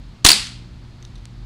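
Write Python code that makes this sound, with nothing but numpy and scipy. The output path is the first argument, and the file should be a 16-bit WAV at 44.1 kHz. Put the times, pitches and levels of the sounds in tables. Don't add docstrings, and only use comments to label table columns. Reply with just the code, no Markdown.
import sys
import numpy as np
from scipy import signal
from scipy.fft import rfft, irfft
from scipy.io import wavfile

SR = 44100
rng = np.random.default_rng(int(sys.argv[2]) if len(sys.argv) > 2 else 0)


def dump(signal):
    limited = np.clip(np.atleast_2d(signal).T, -1, 1)
    pcm = np.round(limited * 32767).astype(np.int16)
    wavfile.write(sys.argv[1], SR, pcm)


N = 63945


def from_db(db):
    return 10 ** (np.asarray(db) / 20)


def rms_one(x):
    return x / np.sqrt(np.mean(x ** 2) + 1e-20)


def clock():
    return np.arange(N) / SR


def at_hz(points, hz):
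    f, value = np.transpose(points)
    return np.interp(np.log(hz + 1e-3), np.log(f), value)


def filtered(x, hz, kind, order=2):
    sections = signal.butter(order, np.clip(hz, 5, .45 * SR), kind, fs=SR, output="sos")
    return signal.sosfilt(sections, x + 1e-18)


def noise(spectrum):
    gain = from_db(at_hz(spectrum, np.fft.rfftfreq(N, 1 / SR)))
    return rms_one(irfft(rfft(rng.standard_normal(N)) * gain, N))


def wavering_tone(hz, width_hz, rough):
    offsets = np.fft.fftfreq(N, 1 / SR)
    white = rng.standard_normal(N) + 1j * rng.standard_normal(N)
    wander = np.fft.ifft(white * np.exp(-(2 * offsets / width_hz) ** 2))
    carrier = np.exp(2j * np.pi * (hz * clock() + rng.random()))
    return rms_one(np.real(carrier * (1 + rough * wander / np.std(wander))))


def envelope(start, hold, t60, attack_s=.0005):
    age = clock() - start
    return np.clip(age / attack_s, 0, 1) * np.exp(-np.log(1000) * np.maximum(age - hold, 0) / t60)


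# f/Hz, relative level/dB
HISS_SPECTRUM = [(20, -10), (50, -1), (80, -2.5), (130, -3), (200, -12), (300, -18), (450, -27),
                 (900, -26.5), (1500, -30), (3000, -33), (4400, -30.5), (5500, -39), (7500, -44),
                 (10000, -51.5), (12500, -59), (16000, -66.5)]

def hiss():
    return from_db(-42) * noise(HISS_SPECTRUM)


# multiple, level/dB before the swell
HUM_HARMONICS = [(2, -45.5), (3, -55), (4, -55.5), (5, -63), (6, -63.5), (8, -73)]
# t/s, gain/dB
HUM_SWELL = [(0, -3), (0.299, 0.5), (.58, 2), (1.0, -0.5), (1.4, 1.5)]

def distant_motor(motor_hz=59.4, rumble_hz=44.6):
    hum = sum(from_db(db) * wavering_tone(k * motor_hz, width_hz=5, rough=.35)
              for k, db in HUM_HARMONICS)
    swell = from_db(np.interp(clock(), *np.transpose(HUM_SWELL)))
    rumble = from_db(-42.5) * wavering_tone(rumble_hz, width_hz=14, rough=1.2)
    return swell * hum + rumble


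# f/Hz, gain/dB
REVERB_COLOUR = [(60, -6.5), (200, 5), (480, -2.5), (1000, -2), (2000, -4), (3200, -0.5), (4300, -8.5),
                 (5500, -9), (7500, 0), (9500, -3), (14000, -4)]
# f/Hz, t60/s
REVERB_DECAY = [(100, 0.7), (500, 0.22), (1500, 0.53), (4000, 0.47), (8000, .39), (12000, 0.3),
                (16000, .18)]

def surroundings(x, delay_s=.0051, build_s=.0037):
    hz, out = np.fft.rfftfreq(N, 1 / SR), np.zeros(N)
    delayed = np.pad(x, (int(delay_s * SR), 0))[:N]
    scatter = rfft(rng.standard_normal(N))
    build_pole = np.exp(-1 / (build_s * SR))
    centres = np.linspace(50 ** .5, 18000 ** .5, 22) ** 2
    for low, centre, high in zip(centres, centres[1:], centres[2:]):
        decay_pole = 1e-6 ** (1 / (at_hz(REVERB_DECAY, centre) * SR))
        energy = filtered(delayed, [(low + centre) / 2, (centre + high) / 2], "band") ** 2
        for pole in (build_pole, decay_pole):
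            energy = signal.lfilter([1 - pole], [1, -pole], energy)
        carrier = rms_one(irfft(scatter * np.interp(hz, [low, centre, high], [0, 1, 0]), N))
        out += from_db(at_hz(REVERB_COLOUR, centre)) * np.sqrt(energy) * carrier
    return out


def snap(start_s=1.2553, low_hz=1690, high_hz=8788):
    spike = np.zeros(N)
    spike[int(start_s * SR)] = from_db(-13.5)
    return filtered(filtered(spike, low_hz, "high"), high_hz, "low", order=5)


# t/s, level/dB, t60/s
TICK_EVENTS = [(0.4694, -24.5, 0.016), (1.0258, -37, 0.017), (1.0502, -35, .015), (1.155, -41, .016),
               (1.16, -48, 0.026), (1.179, -47.5, .03)]
# f/Hz, relative level/dB
TICK_SPECTRUM = [(500, -25), (2000, 3), (3000, -8), (3700, 14), (5000, -7), (6200, 8), (7000, -22),
                 (8000, -6.5), (10500, -13), (14000, -34)]

def ticks():
    return noise(TICK_SPECTRUM) * sum(from_db(db) * envelope(s, 0, t60) for s, db, t60 in TICK_EVENTS)


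def gas_puff(start_s=.2484, length_s=.0062, thump_hz=308):
    age = clock() - start_s
    pulse = np.sin(np.pi * np.clip(age / length_s, 0, 1))
    push = filtered(pulse, hz=6, kind="high", order=1)
    thump = np.sin(2 * np.pi * thump_hz * age) * envelope(start_s, hold=0, t60=.06)
    return from_db(-3) * push + from_db(-14) * thump


def struck_part(start, hz, sag_hz=1095, sag_s=.0027):
    age = np.maximum(clock() - start, 0)
    extra_cycles = sag_hz * sag_s * (1 - np.exp(-age / sag_s))
    tone = signal.hilbert(wavering_tone(hz, width_hz=1000, rough=.7))
    return np.real(tone * np.exp(2j * np.pi * extra_cycles))


# t/s, crack level/dB, hold/s, t60/s, bass gain/dB, ring f/Hz, ring level/dB
BLOWS = [(0.2447, -18, .001, .016, -6, 3800, -20), (0.2477, 1, .002, .010, -9, 5800, 0),
         (0.2497, -3, .003, .026, 4, 3600, 0), (0.2623, 1, .004, .024, -4, 3500, 1),
         (0.2722, -6, .0025, .016, -5, 3300, -2), (0.2780, -16, .004, .014, -4, 8200, -18),
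         (0.2878, -1, .005, .017, 1, 3980, 11), (0.3022, -7, .003, .032, 0, 3900, -9),
         (0.3161, -5, .002, .018, -2, 4150, 6), (0.3295, -19, .005, .025, 0, 3950, -11)]
# f/Hz, relative level/dB
CRACK_SPECTRUM = [(60, -18), (250, -4.5), (500, -11.5), (1000, -1.5), (1600, -3), (2800, 1.5), (4200, 0.5),
                  (5400, -2.5), (7000, -2), (9000, -2.5), (11000, -12.5), (13000, -24), (16000, -35.5)]

def clacks(bass_hz=1398, ring_hold_share=.52):
    out = np.zeros(N)
    for start, crack_db, hold, t60, bass_db, ring_hz, ring_db in BLOWS:
        crack = noise(CRACK_SPECTRUM)
        crack += (from_db(bass_db) - 1) * filtered(crack, bass_hz, "low", order=1)
        out += from_db(crack_db) * crack * envelope(start, hold, t60)
        ring = struck_part(start, ring_hz) * envelope(start, hold * ring_hold_share, t60=.0079)
        out += from_db(ring_db) * ring
    return out


# f/Hz, level/dB relative to the crack, t60/s
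GUN_MODES = [(2760, -37, 0.23), (3660, -28.5, .2), (3945, -35, 0.23), (4120, -22.5, .25),
             (4360, -28.5, 0.4), (4560, -31, .25), (4436, -32, .2), (4950, -30.5, 0.15), (5854, -32, .2),
             (8930, -40, .2)]

def gun_body():
    out = np.zeros(N)
    for start, crack_db, *_ in BLOWS:
        for hz, db, t60 in GUN_MODES:
            mode = np.sin(2 * np.pi * (hz * clock() + rng.random()))
            out += from_db(crack_db + db) * mode * envelope(start, 0, t60)
    return out


def scene():
    shot, ticking = clacks() + gun_body(), ticks()
    reflections = surroundings(from_db(-10.5) * shot + from_db(-10) * ticking)
    direct = shot + gas_puff() + ticking + snap()
    return (direct + reflections + distant_motor() + hiss())[None]


def record(dry, ceiling=.97, cutoff_hz=15600):
    clipped = dry / (1 + (dry / ceiling) ** 8) ** (1 / 8)
    return signal.sosfilt(signal.cheby1(12, .2, cutoff_hz, fs=SR, output="sos"), clipped)


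dry = scene()
out = record(dry)
dump(out)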